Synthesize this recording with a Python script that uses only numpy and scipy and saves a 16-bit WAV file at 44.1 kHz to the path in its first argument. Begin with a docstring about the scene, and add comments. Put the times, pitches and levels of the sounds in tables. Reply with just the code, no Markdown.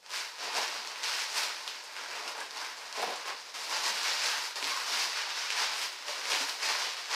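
"""A long wad of crumpled packing paper is tugged out of a cardboard box and gathered up by hand in a kitchen.
A faint hum and air noise run throughout. Stiff creases snap from the start, over crackle that swells per tug.
From about 0.4 s the wad also catches on the box (stick-slip into wall resonances) and bumps it (short rings).
From 3.5 s firm tugs follow closely, with snaps and sudden crushes, and crackle lasts to the end.
Crackle is ringing random clicks in avalanches; the hard room blurs it all into a rustle at one microphone."""
import sys
import numpy as np
from scipy import signal
from scipy.io import wavfile

SR = 44100
rng = np.random.default_rng(int(sys.argv[2]) if len(sys.argv) > 2 else 0)


def put_to_file(sound):
    """Save the sound as 16-bit audio at rate SR, in the file named by the first command-line argument."""
    columns = np.atleast_2d(sound).T  # one column per channel
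    safe = np.clip(columns, -1, 1)
    whole_steps = np.round(safe * 32767)
    wavfile.write(sys.argv[1], SR, whole_steps.astype(np.int16))


N = 315304
T = np.arange(N) / SR

# Colour of the paper. Each row: frequency in Hz, relative spectral level in dB.
PAPER_COLOUR = [(60, -59), (130, -28.5), (200, -25), (290, -14), (450, -3.5), (640, -4.5), (800, 0),
                (1000, 1), (1400, 1), (2800, 1), (3400, -1), (5100, 2.5), (7000, -6.5), (11000, -16.5),
                (15500, -27)]


def amp(db):
    """Decibels to gain."""
    return 10 ** (np.asarray(db) / 20)


def evened(x):
    """Scales to rms 1."""
    return x / np.sqrt(np.mean(x ** 2) + 1e-20)


def read(points, hz):
    """Reads a table on a log-frequency axis."""
    f, value = np.transpose(points)
    return np.interp(np.log(hz + 1), np.log(f), value)


def add(mix, start_s, sound):
    """Mixes a sound in at start_s, cut at the end of the mix."""
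    part = mix[max(round(start_s * SR), 0):][:len(sound)]
    part += sound[:len(part)]


def filtered(x, order, hz, kind):
    """Causal Butterworth filter."""
    return signal.sosfilt(signal.butter(order, hz, kind, fs=SR, output="sos"), x)


def filtered_both_ways(x, order, hz, kind):
    """Zero-phase Butterworth filter, so that bands can be subtracted."""
    return signal.sosfiltfilt(signal.butter(order, hz, kind, fs=SR, output="sos"), x)


def coloured(x, points, size=4096):
    """Minimum-phase filter with the given spectrum, so that clicks keep their sharp fronts."""
    hz = abs(np.fft.fftfreq(size, 1 / SR))
    log_gain = np.log(amp(read(points, hz)))
    spectrum = np.exp(np.conj(signal.hilbert(log_gain)))
    taps = np.fft.ifft(spectrum).real[:size // 2]
    return signal.oaconvolve(x, taps)[:len(x)]


def resonate(x, hz, width_hz):
    """One resonance of peak gain 1."""
    hz = min(hz, 0.45 * SR)
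    b, a = signal.iirpeak(hz, hz / min(width_hz, SR / 4), fs=SR)
    return signal.lfilter(b, a, x)


def clicks(n, per_s, spread_db, cap=4.0):
    """Random clicks of either sign: exponential spread in dB, upward if spread_db > 0, downward if < 0."""
    steps = np.minimum(rng.exponential(1, n), cap)
    sizes = amp(spread_db * steps) * rng.choice([-1, 1], n)
    return sizes * (rng.random(n) < per_s / SR)


def still_room(air_db=-62):
    """Faint coloured air noise and a steady hum of sine tones."""
    # Each row: frequency in Hz, relative spectral level in dB.
    air_colour = [(20, -1), (80, -5.5), (200, -10.5), (500, 5.5), (1500, -2.5), (5000, 1.5), (15000, -19)]
    # Hum of an appliance. Each row: frequency in Hz, rms level in dB ahead of the microphone.
    hum_tones = [(120, -87), (193, -89.5)]
    hum = sum(amp(db) * np.sqrt(2) * np.sin(2 * np.pi * (hz * T + rng.random())) for hz, db in hum_tones)
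    air = evened(coloured(rng.standard_normal(N), air_colour))
    return hum + amp(air_db) * air


def kitchen(x, wet_db, gap_s=0.0042, counter_gain=0.36, size=256):
    """Direct sound, a glance off the stone counter and a dense tail; every call is another spot in the room."""
    # Reverberation. Each row: frequency in Hz, 60 dB decay time in s.
    decay_times = [(150, 0.29), (1000, 0.26), (4500, 0.29), (9000, 0.14), (15000, 0.28)]
    t = np.arange(SR // 2) / SR
    taps = rng.standard_normal(len(t)) * (rng.random(len(t)) < 1 / 8) * (t > gap_s)
    hz, age_s, bins = signal.stft(taps, SR, nperseg=size)
    decay = np.exp(-np.log(1000) * age_s / read(decay_times, hz)[:, None])
    tail = signal.istft(bins * decay, SR, nperseg=size)[1]
    response = amp(wet_db) * tail / np.linalg.norm(tail)
    response[0] += 1
    response[rng.integers(SR // 2000, SR // 300)] += counter_gain
    return signal.oaconvolve(x, response / np.linalg.norm(response))[:N]


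def box(rise_share=0.078):
    """Paper sticks and slips on the cardboard, and each slip rings the walls of the box."""
    # The wad catches on the cardboard. Each row: start in seconds, relative level in dB, length in s.
    scrapes = [(0.436, -42.5, 0.054), (0.551, -37, 0.052), (2.246, -46, 0.036), (2.975, -35, 0.043),
               (3.016, -34.5, 0.034), (3.069, -36.5, 0.068), (4.623, -44, 0.021), (6.318, -38, .03),
               (6.864, -47, 0.019)]
    # Box walls and the air between them. Each row: frequency in Hz, width in Hz, relative gain in dB.
    wall_modes = [(175, 19, -34), (300, 23, -25), (427, 71, -11), (540, 124, 14.5), (735, 100, 20),
                  (800, 41, 5), (870, 43, -28.5), (1014, 56, 6)]
    drive = np.zeros(N)
    for start_s, db, length_s in scrapes:
        progress = np.arange(0, 1, 1 / (length_s * SR))
        slips = evened(clicks(len(progress), per_s=1700, spread_db=5.5))
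        envelope = np.interp(progress, [0, rise_share, 1], [0, 1, 0.4])
        add(drive, start_s, amp(db) * slips * envelope)
    walls = sum(amp(db) * resonate(drive, hz, width_hz) for hz, width_hz, db in wall_modes)
    walls = filtered(walls, 2, 170, "high")  # a small box radiates no deep bass
    return drive.std() * evened(kitchen(walls, wet_db=-2.5))


def bumps(soft_share=0.04, rattle_share=0.6, size=6000):
    """Each bump is a soft knock with a short hollow ring; a light panel radiates little below its pitch."""
    # Broad facets pop over and the wad bumps the box. Each row: start in seconds, level in dB, pitch in Hz.
    knocks = [(0.572, -52, 265), (0.578, -21.5, 930), (0.772, -50, 228), (1.982, -36, 1030),
              (2.058, -33, 1400), (2.256, -33, 740), (2.412, -28, 1630), (3.014, -49, 199),
              (3.026, -18.5, 718), (3.064, -42, 187), (3.274, -25, 1090), (3.899, -47, 215),
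              (4.623, -37, 263), (4.717, -23, 1070), (4.7722, -23.5, 1020), (4.915, -45, 252),
              (5.27, -30, 800), (6.085, -30.5, 590), (6.32, -38, 340), (6.4, -42, 260)]
    t60_at_1khz_s, shortening = 0.039, 0.47  # smaller, higher panels die sooner
    out, t = np.zeros(N), np.arange(size) / SR
    for start_s, db, hz in knocks:
        t60_s = t60_at_1khz_s * (1000 / hz) ** shortening
        rattle = evened(resonate(rng.standard_normal(size), hz, hz / 2))
        tone = np.sin(2 * np.pi * hz * t)
        ring = (tone + rattle_share * rattle) * np.exp(-np.log(1000) * t / t60_s)
        push = 1 - np.exp(-t / (soft_share * t60_s))
        knock = filtered(ring * push, 4, 0.99 * hz, "high")
        add(out, start_s, amp(db) * kitchen(knock, wet_db=-1.0))
    return out


def snaps(level_db=2, cycles=0.89, bright_hz=8000, after_db=-16, after_s=0.059, size=2000):
    """A stiff crease pops through in one sharp pulse and sets off its neighbours."""
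    # Stiff creases that give way. Each row: start in seconds, level in dB ahead of level_db, pitch in Hz.
    stiff_creases = [(0.063, -35.5, 4550), (0.106, -29, 3900), (.143, -26, 1820), (0.8742, -22.5, 4500),
                     (0.959, -27, 2200), (1.039, -20, 3650), (1.263, -27, 4200), (1.6777, -18, 3370),
                     (2.2777, -29, 2800), (2.405, -26, 8400), (2.411, -32, 8600), (2.5092, -26, 4500),
                     (2.927, -22.5, 5070), (3.019, -24, 12000), (3.106, -31, 11000), (3.1612, -28.5, 7000),
                     (4.105, -30, 4570), (4.2603, -17.5, 4400), (4.558, -22, 4420), (4.627, -19, 2480),
                     (4.6431, -17, 3970), (5.4082, -29, 2600), (5.5043, -16, 2620), (6.083, -23, 2810),
                     (6.32, -15, 3000), (6.333, -16, 2800), (6.4948, -19, 4100), (6.6578, -24, 3980)]
    out, t = np.zeros(N), np.arange(size) / SR
    b, a = signal.butter(2, [500, min(bright_hz, SR / 3)], "band", fs=SR)
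    for start_s, db, hz in stiff_creases:
        pop = np.cos(2 * np.pi * hz * t) * np.exp(-t * hz / cycles)
        pop = signal.lfilter(b, a, pop)
        chain = amp(after_db) * clicks(size, per_s=370, spread_db=-2.0) * np.exp(-t / after_s)
        chain[0] = 1
        snap = kitchen(signal.fftconvolve(chain, pop), wet_db=-4.0) / abs(pop).max()
        add(out, start_s, amp(db + level_db) * snap)
    return out


def grabs(size=8000):
    """The hands clench and a patch of paper crushes at once: a sudden dense burst of creases that thins out."""
    # Each row: start in seconds, level in dB, dying time (to 1/e) in s.
    clenches = [(0.105, -42.5, 0.033), (1.031, -39, 0.02), (1.679, -36, 0.0093), (2.277, -34, 0.024),
                (3.542, -38.5, 0.03), (4.558, -34, 0.054), (5.502, -37, 0.023), (6.082, -40, 0.022),
                (6.317, -44, 0.022)]
    out, t = np.zeros(N), np.arange(size) / SR
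    for start_s, db, die_s in clenches:
        creases = evened(coloured(clicks(size, per_s=11000, spread_db=-1.5), PAPER_COLOUR))
        add(out, start_s, amp(db) * kitchen(creases * np.exp(-t / die_s), wet_db=0.0))
    return out


def working():
    """Each tug tightens, then slackens; gives the gains of broad folds, crackle and fine fizz."""
    # Tugs or squeezes of the wad. Each row: start in seconds, crackle level in dB, tightening time in s,
    # slackening time in s, extra flexing of broad folds in dB, extra fizz of fine creases in dB.
    tugs = [(0.08, -37, 0.08, 0.22, -4, 1), (0.38, -37.5, 0.048, 0.19, 4.5, -2.5),
            (0.5, -34.5, 0.065, 0.3, 5.5, 0), (0.62, -43.5, 0.094, 0.61, 2.5, -1),
            (1.019, -33.5, 0.017, 0.69, -3, -0.5), (1.3, -33, 0.07, 0.13, 2.5, 4.5),
            (1.43, -42.5, 0.033, 0.81, -0.5, -0.5), (1.94, -44.5, 0.028, .16, 5, -3),
            (2.02, -46.5, 0.093, 0.64, 8, -1), (2.33, -48, 0.042, 0.08, 13.5, 4),
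            (2.49, -41.5, 0.09, 0.37, 4.5, 0), (2.898, -38.5, 0.081, 0.41, 4.5, -1.5),
            (3.238, -40.5, 0.023, .11, 10.5, -1.5), (3.518, -39.5, 0.11, 0.29, 4.5, 3.5),
            (3.661, -32.5, 0.074, .13, 4.5, -0.5), (3.78, -34, 0.06, 0.58, 1.5, 1),
            (4.0, -33, 0.075, 0.59, -4, -2), (4.179, -31.5, 0.1, 0.18, 1, 1),
            (4.39, -36, 0.048, 0.12, -9.5, 2), (4.559, -35, .12, 0.74, 1, 1),
            (4.869, -30.5, 0.073, 0.29, -2.5, 0), (5.071, -36.5, 0.078, 0.71, -5.5, -5),
            (5.29, -37, 0.11, 0.83, -6, -3), (5.489, -32, 0.13, 0.22, 1, -1),
            (5.741, -34, 0.047, 0.21, 0, 3), (6.048, -38.5, 0.02, 1, 1.5, -1),
            (6.25, -33, 0.056, 0.26, 3, 1), (6.371, -37.5, 0.06, 0.26, -5.5, 3),
            (6.579, -31.5, 0.066, 0.31, 2.5, -1.5), (6.71, -36, 0.087, 0.51, -3, -2),
            (7.075, -32.5, 0.049, .2, 1, -3)]
    slacken_power = 1.434  # a tug lets go quickly at first, then trails off
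    held_db, take_hold_s = -49, 0.11  # the wad creaks on while it is merely held
    firm_db = -33.5  # crackle level of a firm tug
    firm_flex_db, flex_growth = -45, 0.66  # broad folds bend even under a light hand; growth in dB per dB
    firm_fizz_db, fizz_growth = -45.5, 0.94  # fine creases need force; growth in dB per dB
    held = amp(held_db) * np.minimum(T / take_hold_s, 1)
    strokes = [(held, 0, 0)]
    for start_s, db, tighten_s, slacken_s, flex_db, fizz_db in tugs:
        rise = np.clip((T - start_s) / tighten_s, 0, 1)
        fall = np.clip(1 - (T - start_s - tighten_s) / slacken_s, 0, 1) ** slacken_power
        strokes.append((amp(db) * rise * fall, flex_db, fizz_db))
    power = np.zeros((3, N))
    for gain, flex_db, fizz_db in strokes:
        on = gain > 0
        force = gain[on] / amp(firm_db)
        flex = amp(firm_flex_db + flex_db) * force ** flex_growth
        fizz = amp(firm_fizz_db + fizz_db) * force ** fizz_growth
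        power[:, on] += np.square([flex, gain[on], fizz])
    return np.sqrt(power)


def avalanches(per_s=12, die_s=0.011, spread_db=1.13, steady=0.56):
    """One crease sets off others: the activity jumps and dies away, over a steady trickle."""
    triggers = clicks(N, per_s, spread_db, cap=4.8) ** 2
    activity = signal.lfilter([1], [1, -np.exp(-1 / (die_s * SR))], triggers)
    return np.sqrt(steady + activity / (activity.mean() + 1e-12))


def buckling(hz, per_s, spread_db=3.5, ring_db=6, damping=0.39):
    """A facet of the paper ticks as it flips and rings for a cycle or two at a pitch set by its size."""
    flips = clicks(N, per_s, spread_db, cap=3.58) / np.sqrt(per_s)
    return evened(flips + amp(ring_db) * resonate(flips, hz, hz * damping))


def rustle(fold_hz=1100, fine_hz=7200, slide_db=-9, flex_db=-2, crackle_db=0, crisp_db=0, count=14):
    """Facets all along the wad crackle in little avalanches, each from its own spot in the room."""
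    flex, effort, crisp = working()
    gains = [flex * amp(flex_db), effort * amp(crackle_db), crisp * amp(crisp_db)]
    flips_per_s = 330 * (effort / effort.max() + 1e-6) ** 0.3  # a harder pull buckles more creases a second
    out = np.zeros(N)
    for hz in np.geomspace(700, 13500, count):
        sliding = amp(slide_db) * rng.standard_normal(N)  # sheet rubbing on sheet
        sheet = coloured((buckling(hz, flips_per_s) + sliding) * avalanches(), PAPER_COLOUR)
        folds = filtered_both_ways(sheet, 1, fold_hz, "low")
        fine = filtered_both_ways(sheet, 4, fine_hz, "high")
        bands = (folds, sheet - folds - fine, fine)
        paper = sum(gain * evened(band) for gain, band in zip(gains, bands))
        out += kitchen(paper, wet_db=3.0)
    return out / np.sqrt(count)


def scene():
    """The handling stirs the room's standing waves; with the still room it is alike in both channels."""
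    # Waves between counter, cabinets and walls. Each row: frequency in Hz, width in Hz, strength in dB.
    standing_waves = [(284, 20, -5.5), (390, 17, -23), (599, 27, -3), (715, 7, -13.5), (894, 31, -3.5),
                      (1005, 39, -5)]
    handling = box() + bumps() + snaps() + grabs() + rustle()
    standing = sum(amp(db) * resonate(handling, hz, width_hz) for hz, width_hz, db in standing_waves)
    return np.tile(handling + standing + still_room(), (2, 1))


def record(dry, low_cut_hz=105, edge_hz=15600):
    """The microphone's bass roll-off, then the band limit."""
    thin = filtered(dry, 2, low_cut_hz, "high")
    band_limit = signal.firwin(511, edge_hz, window=("kaiser", 9), fs=SR)
    return signal.oaconvolve(thin, band_limit[None], "same")


dry = scene()
out = record(dry)
put_to_file(out)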